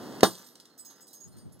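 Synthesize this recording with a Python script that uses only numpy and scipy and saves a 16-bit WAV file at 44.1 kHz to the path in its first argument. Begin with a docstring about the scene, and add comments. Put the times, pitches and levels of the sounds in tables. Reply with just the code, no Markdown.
"""A lit bulb is smashed on a wooden table in a small room: a tick, a crack, the pop of the bursting globe.
The table booms and splinters spray; larger pieces land, chatter and ring while the screw base rolls.
The pop overloads the microphone, whose gain control ducks the room noise.
Late on, air buffets the microphone's two ports."""
import sys
import numpy as np
from scipy import signal
from scipy.fft import rfft, irfft
from scipy.io import wavfile

SR = 44100
rng = np.random.default_rng(int(sys.argv[2]) if len(sys.argv) > 2 else 0)


def master(y):
    """Save y as 16-bit WAV."""
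    cut = np.clip(np.atleast_2d(y).T, -1, 1)
    pcm = np.round(cut * 32767)  # scale
    wavfile.write(sys.argv[1], SR, pcm.astype(np.int16))


N = 70560
TIME_S = np.arange(N) / SR
BIN_HZ = np.arange(N + 1) * SR / (2 * N)
POP_S = .2325


def amp(db):
    """Decibels to gain."""
    return 10 ** (np.asarray(db) / 20)


def unit(x):
    """Scale to rms 1."""
    return x / np.sqrt(np.mean(x ** 2))


def contour(points):
    """EQ curve: gain per spectral bin from (freq_hz, level_db) points."""
    hz, db = np.array(points).T
    return amp(np.interp(np.log(BIN_HZ + 1), np.log(hz), db))


def fader(points):
    """Level ride: gain per sample from (time_s, level_db) points."""
    return amp(np.interp(TIME_S, *np.array(points).T))


def shape(x, gain):
    """Filter by a gain per spectral bin."""
    return irfft(rfft(x, 2 * N) * gain)[..., :N]


def noise(gain, width):
    """Coloured stereo noise; width is side over mid."""
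    mid, side = (unit(shape(rng.standard_normal(N), gain)) for _ in range(2))
    return (mid + width * side * np.array([[1], [-1]])) / np.hypot(1, width)


def fade(start_s, t60_s, rise_s=.0002):
    """Quick rise and exponential decay."""
    age = np.maximum(TIME_S - start_s, 0)
    return (1 - np.exp(-age / rise_s)) * np.exp(-np.log(1000) * age / t60_s)


def ring(start_s, hz, t60_s, rise_s=.0002):
    """One decaying mode."""
    return fade(start_s, t60_s, rise_s) * np.sin(2 * np.pi * hz * (TIME_S - start_s))


def pan(db):
    """Stereo gains with left db above right."""
    return amp(np.array([[db], [-db]]) / 2)


def grit(colour, contacts_per_s=1400):
    """Dense contacts of uneven size."""
    clicks = (rng.random(N) < contacts_per_s / SR) * rng.choice([-1, 1], N)
    sizes = amp(3 * rng.standard_normal(N))
    return unit(shape(clicks * sizes, contour(colour)))


def room_tone():
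    """A steady, dark hush under the whole scene."""
    # room noise spectrum: freq_hz, level_db
    colour = [(30, -19), (80, -9.5), (160, -1), (270, 4), (500, -3), (1000, -11), (2000, -24.5),
              (4000, -25.5), (8000, -31), (15000, -35)]
    return amp(-41.5) * noise(contour(colour), width=.22)


def cracks():
    """The globe gives way in three bright snaps, each louder than the last."""
    # cracks in the globe: start_s, level_db, t60_s
    snaps = [(.2073, -29, .02), (.2301, -17, .012), (.2329, -8, .009)]
    # crack spectrum: freq_hz, level_db
    colour = [(300, 1), (2000, 4), (4500, 0.5), (7000, -3), (10000, -6.5), (15000, -14)]
    return noise(contour(colour), width=.3) * sum(amp(db) * fade(at, t60) for at, db, t60 in snaps)


def pop(width_s=.00036, edge=1.1):
    """One steep swing of pressure from the bursting globe, and its early reflections."""
    # early reflections: delay_s, level_db, pan_db
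    echoes = [(.0026, -13, -11), (.0042, -15.5, 4.5), (.0093, -13, -7.5), (.0141, -13, -6)]

    def swing(at):
        u = (TIME_S - at) / width_s
        return -np.tanh(edge * u * np.exp((1 - u ** 2) / 2)) * amp(4.5)
    return swing(POP_S) + sum(swing(POP_S + delay) * amp(db) * pan(side) for delay, db, side in echoes)


def table_boom():
    """The blow sets the wooden table ringing."""
    # table modes: pitch_hz, level_db, t60_s
    modes = [(182, -29.5, 0.56), (335.7, -18, .22), (443.5, -20.5, .19), (630, -25.5, .15),
             (800, -21.5, .09), (846, -21, .13), (1022, -24, .17), (1183, -25, .19), (1370, -25.5, .12),
             (1471, -30, .14), (1657, -27, .17)]
    return sum(amp(db) * ring(POP_S, hz, t60, rise_s=.002) for hz, db, t60 in modes)


def burst():
    """The crash of the burst dies away in the room, band by band."""
    # noise bands: centre_hz, level_db, t60_s, width (side over mid)
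    bands = [(70, -38, 0.076, 1.2), (160, -23, .28, 1.2), (350, -21.5, .25, 0.26), (820, -16.5, .19, .1),
             (1526, -26, .17, .12), (2660, -30.5, .16, .15), (3700, -22.5, .19, 0.16),
             (6500, -27.5, .23, .3), (10000, -31, 0.25, .3), (14000, -30, 0.27, .4)]
    log_centres = np.log([30] + [row[0] for row in bands])  # silent at 30 Hz and below
    out = 0
    for solo, (_, db, t60, width) in zip(np.eye(len(log_centres))[1:], bands):
        band = np.sqrt(np.interp(np.log(BIN_HZ + 1), log_centres, solo))  # equal-power crossovers
        out += amp(db) * noise(band, width) * fade(POP_S, t60, rise_s=.0012)
    return out


def splinters(count=130, spread_s=.42, falloff_db_per_s=40.5):
    """A fading spray of tiny ringing splinters and glass dust, with a few clear ticks."""
    # small splinters landing: start_s, level_db, t60_s
    landings = [(.353, -24, .015), (.422, -27.5, .015), (.4425, -35.5, .03), (.468, -32.5, .03),
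                (.488, -30.5, .015), (.5545, -19.5, .016), (.5995, -21, .02), (.607, -32, .03),
                (.654, -27.5, .03), (.901, -32.5, .09), (1.0685, -34, 0.019)]
    # spectrum of ticks and dust: freq_hz, level_db
    colour = [(100, -32.5), (500, -15), (2500, -11.5), (3900, -1), (6000, -3.5), (9000, -7), (15000, -19.5)]
    dust = amp(-34) * grit(colour) * fade(POP_S, t60_s=1.1, rise_s=.06)
    tick_envelope = sum(amp(db) * fade(at, t60, rise_s=.00097) for at, db, t60 in landings)
    ticks = noise(contour(colour), width=.35) * tick_envelope
    spray = 0
    for when, pitch, size, place in rng.random((count, 4)):
        flight_s = spread_s * when
        db = -42.5 - falloff_db_per_s * flight_s + 12 * (size - .5)
        ping = ring(POP_S + flight_s, 3500 + 11500 * pitch, t60_s=.07)
        spray += amp(db) * pan(6 * (place - .5)) * ping
    return dust + ticks + spray


def room_reverb(x):
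    """Add the short diffuse tail of a small room."""
    tail = noise(np.ones(N + 1), width=.2) * fade(.003, t60_s=.22)
    return x + amp(-4) * shape(x, rfft(unit(tail) / np.sqrt(N), 2 * N))


def piece_notes(pieces):
    """Each piece sings its own beating note, damped ever faster as it settles flat."""
    rise_s = .004
    out = 0
    for at, _, hz, db, length_s, side in pieces:
        age = np.maximum(TIME_S - at, 0)
        beat_hz = 70 * rng.uniform(.82, 1.8)
        tone = np.sin(2 * np.pi * hz * age) + amp(-7.5) * np.sin(2 * np.pi * (hz + beat_hz) * age)
        envelope = (1 - np.exp(-age / rise_s)) * np.exp(-np.log(1000) * (age / length_s) ** 2)
        out += pan(side) * amp(db) * tone * envelope
    return out


def piece_clatter(pieces, rise_s=.002, detune=.0046):
    """Each piece chatters on the wood and sounds shared and stray partials."""
    # glass partials common to all pieces: pitch_hz, level_db, t60_s
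    partials = [(5087, -12, .25), (6700, -7.5, .15), (7930, -10.5, 0.13), (8796, -13, 0.096),
                (10080, -11, 0.21), (11100, -15.5, 0.064), (12100, -6, .12), (12333, -8, .12),
                (14820, -3, 0.094)]
    # chatter spectrum: freq_hz, level_db
    colour = [(100, -34.5), (600, -22), (2500, -14), (4000, -3), (7000, 3.5), (10000, -2), (15000, -4)]
    out = 0
    for at, clatter_db, _, _, _, side in pieces:
        shared = 0
        for hz, db, t60 in partials:
            gain = amp(db + 3 * rng.standard_normal())
            shared += gain * ring(at, hz * (1 + detune * rng.standard_normal()), t60, rise_s)
        stray = sum(ring(at, hz, t60_s=.075, rise_s=rise_s) for hz in rng.uniform(4300, 15600, 9))
        chatter = grit(colour) * fade(at, t60_s=.086, rise_s=rise_s)
        out += pan(side) * amp(clatter_db) * (chatter + amp(-4.5) * shared + amp(-11) * stray)
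    return out


def rolling_base():
    """The metal screw base rumbles faintly across the table."""
    # level of the roll: time_s, level_db
    ride = [(.3, -54.5), (.4, -40), (.5, -49.5), (.87, -47.5), (.92, -43), (0.959, -43), (0.998, -40.5),
            (1.04, -52), (1.3, -54), (1.381, -46.5), (1.43, -55.5), (1.6, -50)]
    # rolling spectrum: freq_hz, level_db
    colour = [(100, -16), (280, -1.5), (600, -8), (1250, -4.5), (1850, -8.5), (3000, -13.5), (4500, -12.5),
              (9000, -22.5)]
    return fader(ride) * grit(colour)


def draught():
    """Air buffets the microphone: a low rumble, mostly out of phase at the two ports."""
    # gusts on the ports: time_s, level_db
    gusts = [(1.18, -60.5), (1.27, -27), (1.33, -32), (1.378, -22.5), (1.41, -37), (1.44, -30),
             (1.465, -18.5), (1.51, -31), (1.6, -33.5)]
    # buffeting spectrum: freq_hz, level_db
    colour = [(30, -2.5), (70, 3.5), (130, 4), (300, -7), (500, -22.5), (1200, -38), (4000, -58)]
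    common, opposed = noise(contour(colour), width=1)
    return fader(gusts) * (.32 * common + opposed * np.array([[1], [-1]]))


def scene():
    """The smash and the falling glass over the room noise, then the draught."""
    # larger pieces landing: start_s, clatter_db, note_hz, note_db, note_length_s, pan_db
    pieces = [(.236, -45.5, 3682, -26, 0.071, -3.5), (.252, -46, 8861, -33, .13, 4.5),
              (.375, -42.5, 6121, -40, 0.12, 1), (0.382, -42.5, 12200, -45, .22, -3),
              (.440, -41, 8409, -46, 0.15, -1.5), (0.463, -40.5, 12700, -42.5, 0.16, -10),
              (.695, -53, 4200, -47, 0.16, -10), (.777, -28.5, 15385, -36, .1, -1),
              (.789, -32.5, 7946, -23.5, 0.089, -4), (.848, -28, 14847, -32, .1, 0),
              (.852, -37, 6498, -31, 0.22, -8), (0.904, -41, 11375, -38.5, 0.074, 0),
              (.955, -44.5, 5060, -47, 0.24, -6), (1.004, -35, 6654, -38, 0.12, 8),
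              (1.012, -42, 7747, -35, .1, -7.5), (1.068, -36, 10131, -36.5, 0.052, -4.5),
              (1.079, -34.5, 3930, -44.5, 0.18, -3.5), (1.105, -40, 5090, -44.5, .2, -3),
              (1.129, -27.5, 8888, -38, 0.11, -0.5), (1.139, -38.5, 11760, -38.5, 0.081, -4),
              (1.140, -35.5, 6465, -31.5, 0.17, -1), (1.203, -40, 6627, -31, 0.14, -12),
              (1.235, -45.5, 6640, -36.5, 0.083, 24), (1.275, -42, 9050, -44.5, 0.17, 0),
              (1.318, -43, 4204, -46.5, 0.18, -2), (1.365, -43, 8888, -41.5, 0.21, 6),
              (1.38, -39, 4690, -46, 0.13, 0), (1.52, -40.5, 11095, -40.5, 0.1, -1),
              (1.590, -49, 11913, -42, .08, 18)]
    smash = cracks() + pop() + table_boom() + burst()
    notes = piece_notes(pieces)
    debris = splinters() + piece_clatter(pieces) + rolling_base()
    return smash + notes + room_reverb(debris) + room_tone() + draught()


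def record(dry):
    """Two spaced ports, low cut, gain control that ducks fast and recovers slowly, clipping, top cut."""
    # phase of the left port behind the right: freq_hz, lag_rad
    port_lag = [(0, 0), (170, .6), (600, .45), (1200, 0), (1900, .8), (2400, 3.14), (2900, 5.3),
                (3620, 6.28), (4600, 8.2), (5300, 8.3), (5500, 10.6), (6600, 12.57), (7300, 13.6),
                (7620, 15.7), (8000, 17.6), (8700, 18.85), (9900, 21.5), (10900, 25.1), (12100, 24.3),
                (15200, 26.5)]
    # balance of the ports: freq_hz, left_over_right_db
    balance = [(50, -0.5), (160, 1.5), (320, -3), (700, 2), (1400, -0.9), (2800, -0.5), (8000, -2),
               (14000, -5)]
    # tone colour, a narrow dip at 2.4 kHz and a slight treble lift: freq_hz, level_db
    colour = [(60, -3), (150, -1.5), (500, -1.5), (1000, 0), (1900, 0.5), (2400, -5.5), (3000, 0.5),
              (3700, 0.5), (4700, 3.5), (6500, 1), (8200, 2.5), (10000, 1), (15000, 0)]
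    low_cut_hz, top_cut_hz = 100, 15700
    threshold_db, range_db, attack_s, recovery_db_per_s = -28, 23, .14, 3

    lag_rad = np.interp(BIN_HZ, *np.array(port_lag).T)
    lean = np.sqrt(contour(balance)) * np.exp(-.5j * lag_rad)  # half to each port
    x = shape(dry, contour(colour) * np.array([lean, 1 / lean]))
    x = signal.sosfilt(signal.butter(2, low_cut_hz, "highpass", fs=SR, output="sos"), x)

    peak_db = 20 * np.log10(np.abs(x).max(axis=0) + 1e-9)
    over_db = np.clip(peak_db - threshold_db, 0, range_db)
    recovery_db = recovery_db_per_s * TIME_S
    held_db = np.maximum.accumulate(over_db + recovery_db) - recovery_db  # peak hold, slowly sinking
    step = 1 / (attack_s * SR)
    duck_db = signal.lfilter([step], [1, step - 1], held_db)
    clipped = np.clip(x * amp(-duck_db), -1, 1)
    return signal.sosfilt(signal.ellip(10, .1, 80, top_cut_hz, fs=SR, output="sos"), clipped)


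dry = scene()
out = record(dry)
master(out)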